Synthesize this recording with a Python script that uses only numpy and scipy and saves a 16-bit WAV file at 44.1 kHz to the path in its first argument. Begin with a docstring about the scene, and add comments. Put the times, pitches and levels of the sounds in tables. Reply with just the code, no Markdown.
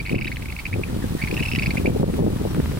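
"""Rattling trills of grebes come first, over buffeting wind and the hiss of wavelets on an open lake.
Each trill is a run of tiny chirps, mostly rising: short tones with an octave above them.
Later the birds rear up and patter across the water: sharp noise slaps with splashes and falling drops.
Faint wavering notes come from farther out. The wind is shaped noise that hits the two microphone
ports a little out of step, with single pops of pressure; the hiss is wide, shaped noise."""
import sys
import numpy as np
from scipy import signal
from scipy.fft import rfft, irfft
from scipy.io import wavfile
from scipy.ndimage import uniform_filter1d

SR = 44100
rng = np.random.default_rng(int(sys.argv[2]) if len(sys.argv) > 2 else 0)


def transcribe(u):
    """Save the signal u as a 16-bit wav file named by the first command-line argument.

    u: samples, shape (n,) or (channels, n), limited to [-1, 1]; the rate is SR.
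    q: integer samples, one column per channel.
    """
    v = np.clip(np.atleast_2d(u).T, -1, 1)
    q = np.round(v * 32767).astype(np.int16)
    wavfile.write(sys.argv[1], SR, q)


N = 123039
TIME = np.arange(N) / SR
HZ = np.fft.rfftfreq(N, 1 / SR)

# Levels in these tables are starting levels; the functions may raise or lower them.
# wavelet hiss, with a few brief dips: (time [s], level [dB])
HISS_LEVEL = [(0, -45), (.12, -41.5), (.16, -48.5), (.24, -44), (.45, -42.5), (.9, -41.5), (1.4, -38),
              (1.78, -38.5), (1.91, -42.5), (1.99, -40), (2.04, -45.5), (2.17, -38.5), (2.22, -44.5),
              (2.35, -41), (2.79, -39.5)]
# tone colour of the hiss: (frequency [Hz], relative level [dB])
HISS_COLOUR = [(100, -42), (500, 1.5), (900, 8.5), (1500, 4.5), (2500, 4), (4000, 2), (5500, -1.5),
               (6800, -3.5), (8500, -1), (10500, -2.5), (13000, -5), (15600, -4.5)]
# how alike the hiss is left and right: (frequency [Hz], likeness [-1 to 1])
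HISS_LIKENESS = [(200, 1), (1400, 0.32), (3000, -0.25), (15000, 0.15)]
# deep sway of the air, even in the lulls: (frequency [Hz], relative level [dB])
SWAY_COLOUR = [(8, -18), (25, -4), (45, -2), (70, 1), (110, -16.5), (200, -38), (500, -49), (16000, -100)]
# steady push of the wind: (time [s], level [dB])
WIND_LEVEL = [(0, -28.5), (.06, -36), (.16, -28.5), (.23, -30), (.36, -33.5), (.52, -34), (.6, -41.5),
              (.7, -33), (.77, -25), (.85, -32.5), (.92, -28.5), (1.14, -28), (1.19, -35), (1.28, -29),
              (1.62, -27), (1.78, -26.5), (2.04, -28), (2.3, -26), (2.55, -25), (2.6, -25), (2.67, -26),
              (2.79, -28)]
# tone colour of the steady wind: (frequency [Hz], relative level [dB])
WIND_COLOUR = [(10, -21), (30, -5), (60, -2), (110, -0.5), (180, -4.5), (280, -9), (450, -19), (700, -27.5),
               (1200, -37), (3000, -53.5), (16000, -99)]
# gusts that hit the microphone: (centre time [s], half length [s], level [dB])
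GUSTS = [(0.131, .022, -28.5), (0.775, 0.022, -28.5), (0.882, 0.012, -30), (0.939, 0.017, -31),
         (1.046, 0.012, -33.5), (1.125, 0.03, -37), (1.339, 0.026, -32), (1.411, 0.0057, -18.5),
         (1.721, 0.021, -32), (1.796, 0.025, -28), (1.878, 0.034, -25.5), (1.961, 0.011, -21.5),
         (2.021, 0.017, -20.5), (2.086, 0.021, -27.5), (2.241, 0.07, -26.5), (2.413, 0.0088, -28),
         (2.453, 0.0097, -26.5), (2.586, 0.017, -26.5), (2.744, 0.028, -33)]
# tone colour of the gusts: (frequency [Hz], relative level [dB])
GUST_COLOUR = [(25, -5), (80, -15), (160, 4), (300, -1), (480, -3.5), (680, -18.5), (900, -25), (1200, -63),
               (1600, -49), (3000, -72), (16000, -91)]
# lead of the left port over the right: (frequency [Hz], phase [radians])
PORT_PHASE = [(0, -0.71), (60, 0.1), (130, -0.98), (260, -1.31), (600, -2), (1120, -1.7)]
# strength of the left port over the right: (frequency [Hz], left minus right [dB])
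PORT_BALANCE = [(60, 0), (150, -0.5), (380, 2.5), (700, 4.5), (1300, 16.5)]
# single eddies that pop against the ports: (centre time [s], level [dB], length [s])
POPS = [(.116, -13.5, 0.0011), (0.131, -14, 0.001), (0.144, -10, 0.00087), (.162, -9.5, .0018),
        (.741, -16, 0.0022), (0.759, -14.5, 0.00088), (0.774, -22, 0.0026), (0.786, -16.5, 0.0011),
        (0.801, -18.5, 0.001), (.934, -14, 0.0018), (0.965, -13, 0.00094), (1.043, -11, .0011),
        (1.109, -14, 0.0021), (1.152, -10, .0011), (1.239, -11, 0.0016), (1.329, -14, .001),
        (1.538, -13.5, 0.0014), (1.582, -10, 0.0014), (1.68, -11.5, 0.0017), (1.695, -13.5, 0.0012),
        (1.756, -16, 0.00067), (1.8, -18, 0.001), (1.836, -11.5, 0.002), (1.856, -8.5, 0.00071),
        (1.877, -6, 0.00078), (1.898, -15.5, 0.00069), (1.904, -9.5, 0.002), (1.95, -19, 0.0006),
        (1.968, -22, 0.00098), (2.013, -13, 0.00098), (2.02, -22, 0.0012), (2.031, -12, 0.00058),
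        (2.089, -17, 0.0007), (2.138, -12, 0.0012), (2.192, -10.5, 0.00067), (2.2, -15.5, 0.00067),
        (2.206, -11, 0.0013), (2.212, -17, 0.00099), (2.222, -11.5, 0.0014), (2.254, -14.5, 0.0017),
        (2.266, -9.5, 0.00074), (2.273, -13, 0.00069), (2.281, -9, 0.0015), (2.361, -19, 0.00068),
        (2.415, -11.5, 0.0012), (2.453, -8.5, 0.00075), (2.461, -13, 0.00087), (2.577, -18, 0.00093),
        (2.585, -8.5, 0.0017), (2.593, -13, 0.0016), (2.6, -9.5, 0.0013), (2.631, -14.5, 0.0029),
        (2.699, -15, .002)]
# faint calls of birds farther off: (time [s], length [s], level [dB], pitch [Hz], wobble [radians])
FAR_CALLS = [(0.869, 0.034, -45, 1950, 2), (1.017, 0.035, -38, 1796, 1.3), (1.182, 0.04, -37.5, 1884, 1.2),
             (1.273, .018, -40.5, 1740, 1), (1.372, 0.036, -36, 1922, 1.4), (1.554, 0.015, -33, 2003, 0.49),
             (2.483, 0.04, -51, 5760, .8)]
# feet slapping the water: (time [s], level [dB], left minus right [dB])
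SLAPS = [(2.026, -40, 0), (2.1408, -29.5, 4), (2.387, -35, -2), (2.411, -44, -2), (2.5474, -24, -7),
         (2.602, -27, -1), (2.6591, -24.5, -3), (2.719, -30, -5), (2.7743, -25.5, -2)]
# tone colour of slaps and drops: (frequency [Hz], relative level [dB])
SLAP_COLOUR = [(300, 3), (900, -4.5), (1800, -2), (2700, -10), (4200, -31), (9000, -32)]
# chirps of the trills: (time [s], length [s], level [dB], middle pitch [Hz], octave overtone [dB])
CHIRPS = [(0, 0.011, -26.5, 2350, -19), (0.0528, 0.0032, -28.5, 2460, -27),
          (0.0605, 0.0069, -28, 2230, -14), (0.072, 0.0022, -23, 2270, -23),
          (0.082, 0.0035, -30, 2370, -23), (0.0938, 0.0038, -20.5, 2350, -20.5),
          (0.103, 0.002, -28.5, 2870, -29), (0.1152, 0.0034, -31, 2140, -16),
          (0.124, 0.0058, -28.5, 2500, -26), (0.1471, 0.005, -28, 2270, -21),
          (0.1536, 0.0026, -23.5, 2530, -21), (0.1615, 0.0026, -30, 2750, -27),
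          (0.1815, 0.0037, -28, 2550, -35), (0.188, 0.0031, -23, 2330, -21),
          (0.2112, 0.0016, -19.5, 2480, -16), (0.2176, 0.0083, -24.5, 2300, -22.5),
          (0.2447, 0.0041, -23, 2370, -18), (0.255, 0.0017, -24, 2670, -29),
          (0.2698, 0.0044, -27.5, 1940, -8.5), (0.2767, 0.0028, -20.5, 2390, -18),
          (0.28, 0.0041, -25, 2280, -20), (0.3162, 0.0032, -22.5, 2070, -19),
          (0.322, 0.0063, -28, 2240, -20), (0.36, 0.00076, -17.5, 2840, -24),
          (0.3686, 0.0017, -19.5, 2120, -17), (0.422, 0.0025, -27.5, 2280, -19),
          (0.426, 0.0018, -31, 2300, -15), (0.4566, 0.003, -27.5, 2290, -33),
          (0.4844, 0.004, -30.5, 2380, -26), (0.498, 0.0032, -35, 2540, -28),
          (0.502, 0.0027, -29, 2440, -32), (0.523, 0.0034, -27.5, 2200, -15),
          (0.564, 0.0026, -25.5, 2420, -28), (0.5881, 0.0045, -27.5, 2266, -17),
          (0.5934, 0.0052, -28, 2225, -13.5), (0.5995, 0.0031, -30, 2370, -18),
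          (0.6014, 0.0022, -29.5, 2500, -22), (0.6534, 0.0042, -21, 2366, -22),
          (0.6628, 0.0046, -23.5, 2420, -22), (0.7275, 0.003, -22.5, 2080, -33),
          (0.7301, 0.0065, -27, 2320, -28), (0.738, 0.0036, -23, 2425, -31),
          (0.8343, 0.0049, -21.5, 2403, -42), (1.215, 0.0046, -25.5, 2230, -19),
          (1.2209, 0.0084, -23.5, 2296, -20), (1.237, 0.0037, -22.5, 2260, -26),
          (1.2455, 0.0032, -24, 2360, -26), (1.2733, 0.0029, -22, 2260, -23),
          (1.2776, 0.0041, -29, 2160, -19), (1.282, 0.0037, -26, 2300, -19), (1.285, 0.002, -30, 2300, -6),
          (1.311, 0.0046, -24, 2435, -15), (1.34, 0.0044, -31, 2560, -16),
          (1.343, 0.0023, -28, 2580, -10.5), (1.3667, 0.0027, -20, 2600, -19),
          (1.3748, 0.0033, -24, 2740, -23), (1.3942, 0.005, -26, 2500, -26),
          (1.4, 0.0042, -29.5, 2300, -11), (1.4026, 0.0048, -24.5, 2550, -21),
          (1.4247, 0.0034, -24, 2760, -19), (1.429, 0.0058, -26, 2260, -20),
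          (1.433, 0.0026, -21.5, 2660, -19), (1.452, 0.0038, -24, 2510, -20),
          (1.458, 0.0051, -24, 2570, -15.5), (1.473, 0.0031, -27, 2300, -19),
          (1.483, 0.0095, -28.5, 2647, -12), (1.515, 0.0016, -14.5, 2460, -17),
          (1.5215, 0.0041, -24, 2640, -12), (1.534, 0.0018, -19, 2650, -16),
          (1.55, 0.0022, -16, 2450, -13.5), (1.5582, 0.0033, -20.5, 2730, -12.5),
          (1.5862, 0.0038, -20.5, 2300, -14), (1.5943, 0.0029, -18, 2460, -15),
          (1.6222, 0.0035, -18.5, 2350, -17), (1.632, 0.0022, -18.5, 2550, -14),
          (1.6378, 0.0031, -22, 2340, -20), (1.6593, 0.0035, -18.5, 2300, -13.5),
          (1.6676, 0.0031, -19.5, 2450, -16), (1.705, 0.0044, -21, 2224, -11.5),
          (1.709, 0.0071, -26, 2310, -29), (1.762, 0.0029, -38, 2470, -17),
          (1.7703, 0.0032, -19, 2216, -28), (1.774, 0.0056, -22.5, 2370, -26),
          (1.779, 0.0045, -25, 2550, -20), (1.8573, 0.0035, -20.5, 2270, -25),
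          (1.8594, 0.0096, -25, 2366, -22.5), (1.868, 0.0024, -20.5, 2580, -29)]
# tone colour the throat gives the chirps: (frequency [Hz], relative level [dB])
THROAT_COLOUR = [(900, -31), (1500, -2), (1950, -2.5), (2500, 1), (2850, 4), (3300, -2.5), (3900, 2),
                 (4500, -3), (5400, 0), (5950, -8), (8000, -16)]


def amp(db):
    """Turns decibels into a gain."""
    return 10 ** (np.asarray(db) / 20)


def unit(x):
    """Scales a sound to an average (rms) strength of 1."""
    return x / np.sqrt(np.mean(x ** 2) + 1e-20)


def over_hz(points):
    """Reads a table at every frequency, in straight lines on a log-frequency axis."""
    f, value = np.transpose(points)
    return np.interp(np.log(HZ + 1), np.log(f + 1), value)


def over_time(points):
    """Reads a table at every moment, in straight lines between its points."""
    return np.interp(TIME, *np.transpose(points))


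def tint(x, colour):
    """Gives a sound the tone colour in a table."""
    return irfft(rfft(x) * amp(over_hz(colour)), N)


def wander(rate_hz):
    """Makes a smooth random curve of rms 1 by keeping only the slow part of noise."""
    smoothed = rfft(rng.standard_normal(N)) * np.exp(-(HZ / rate_hz) ** 2)
    return unit(irfft(smoothed, N))


def add(mix, s, sound):
    """Mixes a sound in at time s [s]."""
    part = mix[max(round(s * SR), 0):][:len(sound)]
    part += sound[:len(part)]


def wavelets():
    """Fine hiss from the rippled lake: flickering noise that differs between left and right."""
    left, other = rfft(rng.standard_normal((2, N)) * amp(0.99 * wander(120)))
    same = np.clip(over_hz(HISS_LIKENESS), -1, 1)
    right = same * left + np.sqrt(1 - same ** 2) * other
    pair = irfft(np.array([left, right]) * amp(over_hz(HISS_COLOUR)), N)
    return amp(over_time(HISS_LEVEL)) * unit(pair)


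def port_lean():
    """Gain and phase of the left port; the right one gets the inverse."""
    return amp(over_hz(PORT_BALANCE) / 2) * np.exp(.5j * over_hz(PORT_PHASE))


def eddies(colour, lumps_db, lumps_hz):
    """Lumpy turbulence that reaches the two ports a little out of step, evened out over time."""
    a, b = rfft(rng.standard_normal((2, N)) * amp(lumps_db * wander(lumps_hz)))
    same = .94  # likeness of the two ports
    lean = port_lean()
    left = a * lean
    right = (same * a + np.sqrt(1 - same ** 2) * b) / lean
    pair = irfft(np.array([left, right]) * amp(over_hz(colour)), N)
    # dividing by the slow strength keeps only the fast lumps
    power = uniform_filter1d((pair ** 2).mean(0), size=1500)
    power = uniform_filter1d(power, size=1500)
    return pair / np.sqrt(power + 1e-20)


def wind():
    """A deep sway, a low rumble that follows the wind, and brighter buffets at each gust."""
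    rumble_trim_db, buffet_trim_db, sway_db = 1.5, 4, -36
    # each gust swells and sinks as a bell curve; their powers add
    gust_power = sum(amp(db) ** 2 * np.exp(-((TIME - s) / half) ** 2) for s, half, db in GUSTS)
    rumble = amp(over_time(WIND_LEVEL) + rumble_trim_db) * eddies(WIND_COLOUR, lumps_db=4, lumps_hz=95)
    buffets = amp(buffet_trim_db) * np.sqrt(gust_power) * eddies(GUST_COLOUR, lumps_db=8.5, lumps_hz=157)
    sway = amp(sway_db) * unit(tint(rng.standard_normal(N), SWAY_COLOUR))
    return rumble + buffets + sway


def pops():
    """Brief pushes and pulls of pressure as single eddies cross the ports."""
    out, trim_db = np.zeros(N), 0.3
    turns = rng.uniform(0, 2 * np.pi, len(POPS))  # sets how push and pull are balanced
    for (s, db, length), turn in zip(POPS, turns):
        u = (TIME - s) / length
        pulse = (np.exp(1j * turn) / (1 + .5j * u) ** 4).real
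        out += amp(db + trim_db) * pulse
    lean = port_lean()
    return irfft(rfft(out) * np.array([lean, 1 / lean]), N)


def lake(x):
    """Direct bird sound, a close reflection in each ear and a thin scatter from water and shore."""
    scatter_db, scatter_t60_s = -13.5, .16  # t60: time to fall by 60 dB
    echo_s, echo_db, pan_db = 0.002634, -4.5, 0.7
    t = np.arange(SR // 2) / SR
    hits = rng.random((2, len(t))) < 3000 / SR  # 3000 chances a second
    fade = amp(-60 * t / scatter_t60_s) * (t > .004)
    taps = rng.standard_normal((2, len(t))) * hits * fade
    scatter = amp(scatter_db) * taps / np.linalg.norm(taps, axis=1, keepdims=True)
    # the direct sound is stronger on the right but reaches it 0.03 ms later
    ear_delays = np.array([[0], [.00003]])
    near = amp([[-pan_db], [pan_db]]) * np.exp(-2j * np.pi * HZ * ear_delays)
    echo_delays = echo_s * np.array([[0.901], [1.0]])
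    echo = amp(echo_db) * np.exp(-2j * np.pi * HZ * echo_delays)
    direct = irfft(rfft(x) * (near + echo), N)
    return direct + signal.fftconvolve(x[None], scatter, axes=1)[:, :N]


def far_calls():
    """Short wavering notes from farther out, some hoarser; the pitch sags as each one ends."""
    sag_hz, flutter_depth, octave_db = 220, .45, -14
    out, hoarse, flutter = np.zeros(N), wander(170), wander(390)
    for s, length, db, hz, wobble in FAR_CALLS:
        along = np.clip((TIME - s) / length, 0, 1)
        pitch = hz - sag_hz * along ** 2
        phase = 2 * np.pi * np.cumsum(pitch) / SR + wobble * hoarse
        swell = np.sqrt(abs(np.sin(np.pi * along))) * (1 + flutter_depth * flutter)
        out += amp(db) * swell * (np.sin(phase) + amp(octave_db) * np.sin(2 * phase))
    return out


def feet():
    """Sharp slaps with a short noise splash, and drops of spray falling back."""
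    slap_trim_db, snap_db, slap_decay_s = 4, 23, 0.00083
    splash_db, splash_decay_s = -10, 0.008
    drops_per_s, drops_db, run_start_s = 380, -59, 1.95
    out, t = np.zeros((2, N)), np.arange(0, .06, 1 / SR)
    snap = amp(snap_db) * (t == 0)  # one-sample click
    for s, db, pan_db in SLAPS:
        fade = np.exp(-t / slap_decay_s) + amp(splash_db) * np.exp(-t / splash_decay_s)
        splash = rng.standard_normal(len(t)) * fade
        for ear, side in zip(out, (.5, -.5)):
            add(ear, s, amp(db + slap_trim_db + side * pan_db) * (snap + splash))
    drops = (rng.random((2, N)) < drops_per_s / SR) * rng.standard_normal((2, N))
    spray = amp(drops_db) * unit(tint(drops, SLAP_COLOUR))
    fade_in = np.clip((TIME - run_start_s) / 0.23, 0, 1)
    return tint(out, SLAP_COLOUR) + spray * fade_in


def trills():
    """Each chirp scoops up into a gliding, fading tone; a hoarse octave follows a moment later."""
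    trim_db, octave_trim_db, octave_lag_s = 0.5, 3, 0.00013
    glide_hz, glide_spread, scoop_hz, scoop_s = 200, 1.1, 250, .0008
    rise_s, fall_s, fade_db = 0.0011, 0.00098, 3.5
    rasp_depth, octave_rasp, hoarse_db, hoarse_ratio = 0.095, .3, -6.5, 1.4
    smooth = max(int(SR / 927), 2)  # samples averaged to slow the random roughness
    out, t = np.zeros(N), np.arange(0, .02, 1 / SR)
    for s, length, db, hz, octave_db in CHIRPS:
        noises = rng.standard_normal((3, len(t)))
        rasp, shake, grit = (unit(uniform_filter1d(z, smooth)) for z in noises)
        along = np.minimum(t / length, 1) - .5  # -0.5 at the start, 0.5 at the end
        glide = glide_hz * (1 + glide_spread * rng.standard_normal()) * along
        pitch = hz + glide - scoop_hz * np.exp(-t / scoop_s)
        phase = 2 * np.pi * (np.cumsum(pitch) / SR + rng.random()) + rasp_depth * rasp
        rise = np.sin(np.pi / 2 * np.clip(t / rise_s, 0, 1)) ** 2
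        fall = np.sin(np.pi / 2 * np.clip((length - t) / fall_s / 2 + .5, 0, 1)) ** 2
        swell = rise * fall * amp(-fade_db * along) * (1 + rasp_depth * shake)
        octave = np.sin(2 * phase + octave_rasp * shake)
        hoarse = amp(hoarse_db) * grit * np.sin(hoarse_ratio * phase + rasp)
        top = (octave + hoarse) * np.interp(t - octave_lag_s, t, swell)
        chirp = swell * np.sin(phase) + amp(octave_db + octave_trim_db) * top
        add(out, s, amp(db + trim_db) * chirp)
    return out


def scene():
    """Water, wind and birds together; only the bird voices get the lake's reflections."""
    voices = lake(tint(trills(), THROAT_COLOUR) + far_calls())
    return voices + feet() + wavelets() + wind() + pops()


def record(dry):
    """Softly rounds off the loudest peaks, then removes the treble above the band edge."""
    overload, edge_hz = .62, 15880  # overload: level the rounding closes in on
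    rounded = overload * np.tanh(dry / overload)
    lowpass = signal.firwin(511, edge_hz, window=("kaiser", 9), fs=SR)
    return signal.oaconvolve(rounded, lowpass[None], "same")


dry = scene()
out = record(dry)
transcribe(out)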